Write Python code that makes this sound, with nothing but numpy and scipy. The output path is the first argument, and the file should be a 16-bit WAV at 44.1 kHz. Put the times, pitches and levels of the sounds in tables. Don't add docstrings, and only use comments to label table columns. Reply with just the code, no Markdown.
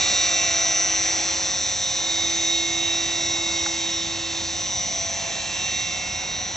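import sys
import numpy as np
from scipy import signal
from scipy.fft import rfft, irfft
from scipy.io import wavfile
from scipy.ndimage import uniform_filter1d

SR = 44100
rng = np.random.default_rng(int(sys.argv[2]) if len(sys.argv) > 2 else 0)


def log_audio(samples):
    frames = np.atleast_2d(samples).T
    limited = np.clip(frames, -1, 1)
    pcm = np.round(limited * 32767).astype(np.int16)
    wavfile.write(sys.argv[1], SR, pcm)


def undo_db(level):
    steps = np.asarray(level, float) / 20
    return 10 ** steps


N = 289296
TIME = np.arange(N) / SR
BLOCK = 256
GEAR = 150 / 11

# f/Hz, level/dB
RATTLE_COLOUR = [(1400, -33.5), (1750, -7.5), (2000, -5), (2650, -4), (3250, -3.5), (3700, -1),
                 (4200, -1.5), (4900, -6.5), (6000, -25.5)]
# f/Hz, level/dB
HISS_COLOUR = [(3500, -29), (4900, -1.5), (5400, 4), (5900, 4), (6400, 3), (7000, 0), (7700, 0),
               (8200, -4.5), (8600, -36.5)]


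def evened(x):
    return x / np.sqrt(np.mean(x ** 2) + 1e-20)


def read(points, hz):
    f, value = np.transpose(points)
    return np.interp(np.log(hz + 1), np.log(np.abs(f) + 1), value)


def gains(rows):
    s, *columns = np.transpose(rows)
    return [undo_db(np.interp(TIME, s, c)) for c in columns]


def drift(hz, count):
    x = rng.standard_normal((count, N // BLOCK + 2))
    for _ in range(2):
        x = uniform_filter1d(x, max(round(SR / BLOCK / hz), 1))
    return x / x.std(1, keepdims=True)


def full(x):
    return np.interp(np.arange(N) / BLOCK, np.arange(len(x)), x)


def tone(angle):
    return np.cos(angle.astype(np.float32))


def noise(colour, patchy_db):
    # f/Hz, likeness/0..1
    likeness = [(60, 1), (120, 0.98), (240, 0.81), (490, 0.71), (1000, 0.97), (2020, 0.5), (4070, 1),
                (8220, 0.83)]
    # t/s, f/Hz, depth/dB
    high_dip = [(0, 4850, -2.5), (3.5, 4890, -2), (4.5, 4890, 0), (5.1, 4680, -7), (5.6, 4620, -7),
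                (5.9, 4540, -0.5), (6.56, 4610, -7.5)]
    # t/s, f/Hz, depth/dB
    low_dip = [(0, 3170, -2.5), (4.4, 2600, -.6), (4.9, 2750, -5.5), (5.5, 3070, -5), (6.0, 3290, -6),
               (6.56, 3350, -6)]
    hz = np.fft.rfftfreq(1024, 1 / SR)
    a, b, c, d, small, broad = rng.standard_normal((N // BLOCK + 5, 513, 6), dtype=np.float32).T
    small = uniform_filter1d(small, size=10, axis=0)
    small = evened(uniform_filter1d(small, size=16, axis=1))
    for _ in range(2):
        broad = uniform_filter1d(broad, size=8, axis=0)
        broad = evened(uniform_filter1d(broad, size=60, axis=1))

    same = np.clip(read(likeness, hz), 0, 1)[:, None]
    left = a + 1j * b
    right = same * left + np.sqrt(1 - same ** 2) * (c + 1j * d)
    z = np.array([left, right])

    t = np.arange(z.shape[2]) * BLOCK / SR - 512 / SR
    dip = 0
    for table, width_hz in ((high_dip, 450), (low_dip, 220)):
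        s, dip_hz, dip_db = np.transpose(table)
        distance = (hz[:, None] - np.interp(t, s, dip_hz)) / width_hz
        dip = dip + np.interp(t, s, dip_db) * np.exp(-distance ** 2)
    z *= undo_db(read(colour, hz)[:, None] + dip + patchy_db * (small + broad))
    return evened(signal.istft(z, nperseg=1024, noverlap=768)[1][:, :N])


def rotor_angle():
    # t/s, f/Hz
    motor_speed = [(0, 541.14), (.2, 539.3), (.625, 537.3), (1.125, 536.2), (1.375, 536.25), (1.97, 534.3),
                   (2.25, 536.94), (2.5, 538.6), (3, 539.4), (3.4, 539.35), (4, 536.2), (4.55, 534.4),
                   (4.65, 534.8), (4.98, 539.4), (5.125, 539.94), (5.45, 538.65), (5.9, 539.8),
                   (6.56, 539.8)]
    # t/s, jump/samples
    jumps = [(.782, 3), (.813, 6), (3.84, 2), (3.902, 3)]
    speed = np.interp(TIME, *np.transpose(motor_speed))
    steps = np.ones(N)
    for s, lost in jumps:
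        steps[round(s * SR)] += lost
    unevenness = 0.0011 * full(drift(30., count=1)[0])
    return 2 * np.pi * np.cumsum(speed * steps) / SR / GEAR + unevenness


def layer_gains():
    # t/s, nearness/dB, blade load/dB
    flight = [(0, 4.5, 8), (.3, 5, 6.5), (.9, 0.5, 4.5), (1.3, 2, 5), (1.8, 2, -2), (2.1, 1, 3.5),
              (2.6, 0.5, -2), (3.0, -0.5, 2), (3.9, -0.5, -2), (4.2, -2.5, -1), (4.5, -2.5, -3),
              (5.1, -2.5, -2.5), (5.65, -1, -1.5), (6.0, -4, 0.5), (6.56, -7.5, 0)]
    # level/dB, share of nearness/1, share of blade load/1
    layers = [
        (-43, 0.093, .2),
        (-49.5, .1, 1),
        (-35, 0.42, 0.2),
        (-35.5, 1, .05),
    ]
    near, load = gains(flight)
    return [undo_db(db) * near ** a * load ** b for db, a, b in layers]


def beamed(beams):
    s, db, width = np.transpose(beams)[:, :, None]
    t = np.arange(N // BLOCK + 2) * BLOCK / SR
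    edge_db = -6
    each = undo_db(db + edge_db * ((t - s) / width) ** 2)
    return full(np.sqrt((each ** 2).sum(0)))


def strong_tones(angle):
    # t/s, peak level/dB, half width/s
    tail_beams = [
        [(.25, -46, 0.61), (1.1, -42.5, 0.43), (2.2, -43.5, 0.22), (2.65, -38, 0.41), (3.6, -38.5, 0.71),
         (4.35, -43, 0.26), (5.9, -55, 0.97)],
        [(0.57, -38.5, 0.34), (1.38, -50, 0.51), (3.05, -47, 0.89), (5.11, -40.5, 0.3), (6.06, -48.5, 0.21)],
    ]
    # t/s, peak level/dB, half width/s
    motor_beams = [
        [(0.67, -40.5, 0.79), (2.19, -41, 0.18), (2.64, -36.5, 0.21), (3.24, -43.5, 1.38), (3.48, -38.1, 0.37),
         (4.85, -45, 0.29), (6.03, -39, 0.36)],
        [(0.0, -36, 1.04), (0.4, -33.5, 0.061), (2.92, -39.5, 0.13), (3.2, -40, 0.89), (4.24, -41, 0.11),
         (5.79, -36, 0.52)],
        [(0.01, -28, 0.59), (1.58, -35.5, 0.091), (1.86, -35, 0.05), (2.25, -28, 0.22), (2.52, -26, 0.077),
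         (2.87, -27.5, 0.11), (3.15, -31, 1.25), (3.91, -33, 0.11), (4.82, -35.5, 0.1), (5.73, -32, 0.18),
         (6.29, -35.5, 0.23)],
        [(0.11, -37.5, 0.19), (1.58, -42, 0.66), (2.58, -36.5, 0.059), (4.13, -53.5, 1.5), (4.4, -43, 0.24),
         (5.72, -42.5, 0.1)],
    ]
    # t/s, peak level/dB, half width/s
    mesh_beams = [
        [(0.5, -30.5, 1.4), (2.58, -38, 0.22), (2.98, -32, 0.068), (3.29, -29, 0.11), (3.63, -33, 0.16),
         (3.95, -34.5, 0.08), (4.33, -39.5, 0.26), (4.95, -37, 0.23), (6.12, -38.5, 0.49)],
        [(0.25, -25, 0.046), (0.59, -30.5, 1.36), (0.67, -27.5, 0.37), (2.48, -33.5, 0.38), (3.07, -34, 0.075),
         (3.54, -41.5, 0.34), (3.79, -38, 0.08), (4.88, -29.5, 0.33), (5.74, -32.5, 0.24), (6.44, -35, 0.32)],
        [(0.82, -29.5, 0.34), (2.06, -32.5, 1.4), (2.24, -39.5, 0.09), (2.47, -34.5, 0.06), (3.78, -38, 0.31),
         (4.53, -38.4, 0.29), (5.19, -39, 0.82), (5.71, -41.5, 0.24)],
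    ]
    # t/s, peak level/dB, half width/s
    spoke_beams = [
        [(0.32, -43.9, 1.43), (2.78, -46, 0.61), (4.85, -48, 0.39), (6.04, -47, 0.58)],
        [(0.5, -38, 0.83), (2.34, -46.5, 0.14), (3.06, -43, 0.23), (3.23, -49, 1.4), (6.22, -47.5, 1.7)],
        [(0.0, -37, 1.05), (3.0, -44, 0.15), (3.14, -52.5, 1.4), (5.6, -46, 0.85)],
        [(0.0, -37.6, 0.49), (1.54, -42.5, 1.9), (2.52, -39.2, 0.47), (3.58, -47, 1.5), (4.76, -43.4, 0.14),
         (5.81, -43.7, 0.31)],
    ]
    tail = 8.485
    orders = np.array([tail, 2 * tail, 4 * GEAR, 5 * GEAR, 7 * GEAR, 8 * GEAR, 145, 150, 155,
                       GEAR + 5, 4 * GEAR - 5, 4 * GEAR + 5, 7 * GEAR - 5])
    depth = np.array([.1, .2, .5, .4, 1.3, .5, 1, 1, 1, .2, .4, .5, .8])
    levels = map(beamed, tail_beams + motor_beams + mesh_beams + spoke_beams)
    flutter = drift(16.0, count=len(orders))
    start = rng.uniform(0, 2 * np.pi, len(orders))
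    start[7] = (start[6] + start[8]) / 2

    runout = .25 * np.sin(angle) + .2 * np.sin(2 * angle + 1)
    shading = 0.19 * np.cos(angle + 2.9) + 0.1 * np.cos(2 * angle)
    out = np.zeros(N)
    for order, level, f, p, d in zip(orders, levels, flutter, start, depth):
        waver = 1 + d * (.13 * full(f) + shading)
        out += np.sqrt(2) * level * waver * tone((order * angle + p + d * runout) % (2 * np.pi))
    return out


def faint_tones(angle):
    # motor order/1, own level/dB, level 5 rotor orders away/dB, level 10 rotor orders away/dB
    motor_tones = [(1, -47, -99, -99), (2, -54, -99, -99), (3, -61, -59, -99), (5, -99, -55, -58),
                   (6, -52, -54.5, -99), (7, -99, -99, -59), (8, -99, -54.5, -57), (9, -58.4, -57, -99),
                   (10, -47, -55.7, -60), (11, -99, -99, -47), (12, -48, -53, -58), (13, -58.3, -99, -99),
                   (14, -99, -62, -99)]
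    # rotor order/1, mean level/dB
    other_tones = [(2, -51.9), (2.53, -57), (4, -58), (10, -63), (17.94, -53), (19, -56.8), (21, -56.6),
                   (29.7, -61), (33.94, -61), (42.4, -63), (46.64, -50), (50.91, -56), (89.45, -53),
                   (91.45, -54), (91.82, -55), (92.45, -56), (87.82, -57.4), (96, -54.2), (100.45, -51.2),
                   (101, -51.9), (105.45, -51), (106, -54.6), (111, -58.7), (135, -54.3), (137, -59),
                   (138, -56.3), (139, -57), (159, -56.2), (161, -57.7), (165, -57), (199.55, -58)]
    tones = []
    for k, own, near, far in motor_tones:
        for away, db in ((0, own), (-5, near), (5, near), (-10, far), (10, far)):
            if db > -90:
                tones.append((k * GEAR + away, db))
    tones = tones + other_tones
    fade_db = 3.0 * np.clip(drift(2.0, count=len(tones)), -3, 1.5)
    start = rng.uniform(0, 2 * np.pi, len(tones))
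    out = np.zeros(N)
    for (order, db), fade, p in zip(tones, fade_db, start):
        out += full(undo_db(db + min(order / 40, 1) * fade)) * tone(order * angle + p)
    return undo_db(2.5) * out * evened(layer_gains()[2])


def teeth(angle):
    size = 8192
    hz = np.arange(size // 2 + 1) * 39.4
    place = angle / (2 * np.pi) % 1 * size
    out = np.zeros(N)
    for colour, level in zip((RATTLE_COLOUR, HISS_COLOUR), layer_gains()[2:]):
        for wear in drift(2.2, count=2):
            pattern = irfft(rfft(rng.standard_normal(size)) * undo_db(read(colour, hz)))
            out += level * full(wear) * np.interp(place, np.arange(size), evened(pattern), period=size)
    return undo_db(-13.5) * out


def rush(angle):
    # f/Hz, level/dB
    wash_colour = [(150, -7.5), (300, -4.5), (450, -7), (750, -0.5), (1050, -2), (1300, -21), (2000, -33.5)]
    # f/Hz, level/dB
    swish_colour = [(700, -31.5), (1100, -2), (1300, 1), (1650, -2), (1900, -4.5), (2600, -32)]
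    wash, swish, rattle, hiss = layer_gains()
    turn, blades, spokes = np.cos(angle), np.cos(2 * angle), np.cos(5 * angle)
    out = undo_db(1.56) * wash * (1 + 0.068 * turn + 0.11 * blades) * noise(wash_colour, patchy_db=1.0)
    out += undo_db(1.9) * swish * (1 + 0.061 * turn + .1 * blades) * noise(swish_colour, patchy_db=0.9)
    out += undo_db(-0.43) * rattle * (1 + 0.13 * turn + 0.03 * spokes) * noise(RATTLE_COLOUR, patchy_db=2.04)
    out += undo_db(0.25) * hiss * (1 + 0.11 * turn + 0.077 * spokes) * noise(HISS_COLOUR, patchy_db=0.9)
    return out


def knock():
    # t/s, level/dB
    taps = [
        (3.661, -15),
    ]
    # f/Hz, level/dB, time to fall 60 dB/s, rise time/s
    case_tones = [(838, -6.5, 0.051, 0.0087), (1210, -3, .015, 0.0023), (1370, -4, 0.018, 0.0017),
                  (1830, -4.5, 0.013, 0.0024), (2140, -6, 0.011, 0.0011)]
    out, t = np.zeros(N), np.arange(3000) / SR
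    ring = np.zeros(len(t))
    for hz, db, t60, rise in case_tones:
        ring += undo_db(db - 60 * t / t60) * np.minimum(t / rise, 1) ** 2 * np.sin(2 * np.pi * hz * t)
    for s, db in taps:
        out[round(s * SR):][:len(ring)] += undo_db(db + 2.0) * ring
    return out


def rumble():
    # t/s, level/dB
    loudness = [(0.0, -48.5), (0.13, -51), (4.82, -42), (4.97, -45.5), (5.86, -43), (6.56, -42.5)]
    # f/Hz, level/dB
    traffic_colour = [(20, -42), (35, -24), (55, -6), (80, 5.5), (120, -5), (200, 0), (300, -19),
                      (600, -29.5)]
    # f/Hz, level/dB
    wind_colour = [(15, -20), (28, -3), (45, 0), (60, -8), (90, -35)]
    wind = irfft(rfft(rng.standard_normal(N)) * undo_db(read(wind_colour, np.fft.rfftfreq(N, 1 / SR))), N)
    traffic = undo_db(0.5) * noise(traffic_colour, patchy_db=0.5)
    return gains(loudness)[0] * (traffic + undo_db(-11) * evened(wind) * [[1], [-1]])


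def scene():
    angle = rotor_angle()
    machine = strong_tones(angle) + faint_tones(angle) + teeth(angle)
    return machine + knock() + rush(angle) + rumble()


def roll_off(x):
    return signal.sosfilt(signal.butter(12, 8820, fs=SR, output="sos"), x)


def record(dry):
    # f/Hz, level/dB
    balance = [(60, 0), (100, 0), (180, 0.5), (310, 0.5), (530, -3.5), (920, -1.5), (1590, -6),
               (2750, -5.5), (4760, -1), (8220, 4)]
    # f/Hz, phase/radians
    lead = [(0, 0), (340, -0.29), (950, 0.64), (1460, -0.74), (1720, 0.33), (2150, 0.73), (3450, 0.68),
            (4310, 0.87), (4910, 0.62), (7410, 0.3), (8350, -0.1)]
    hz = np.fft.rfftfreq(N, 1 / SR)
    half = undo_db(read(balance, hz) / 2) * np.exp(.5j * read(lead, hz))
    edge = undo_db(read([(20, -13), (45, -0.5), (7600, 0.5), (8000, -4.0), (8150, -12.5), (8230, -66)], hz))
    ports = np.array([half, 1 / half])
    ports = ports / np.abs(ports.mean(0)) * edge
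    mix = irfft(rfft(dry) * ports, N)
    return roll_off(mix)


dry = scene()
out = record(dry)
log_audio(out)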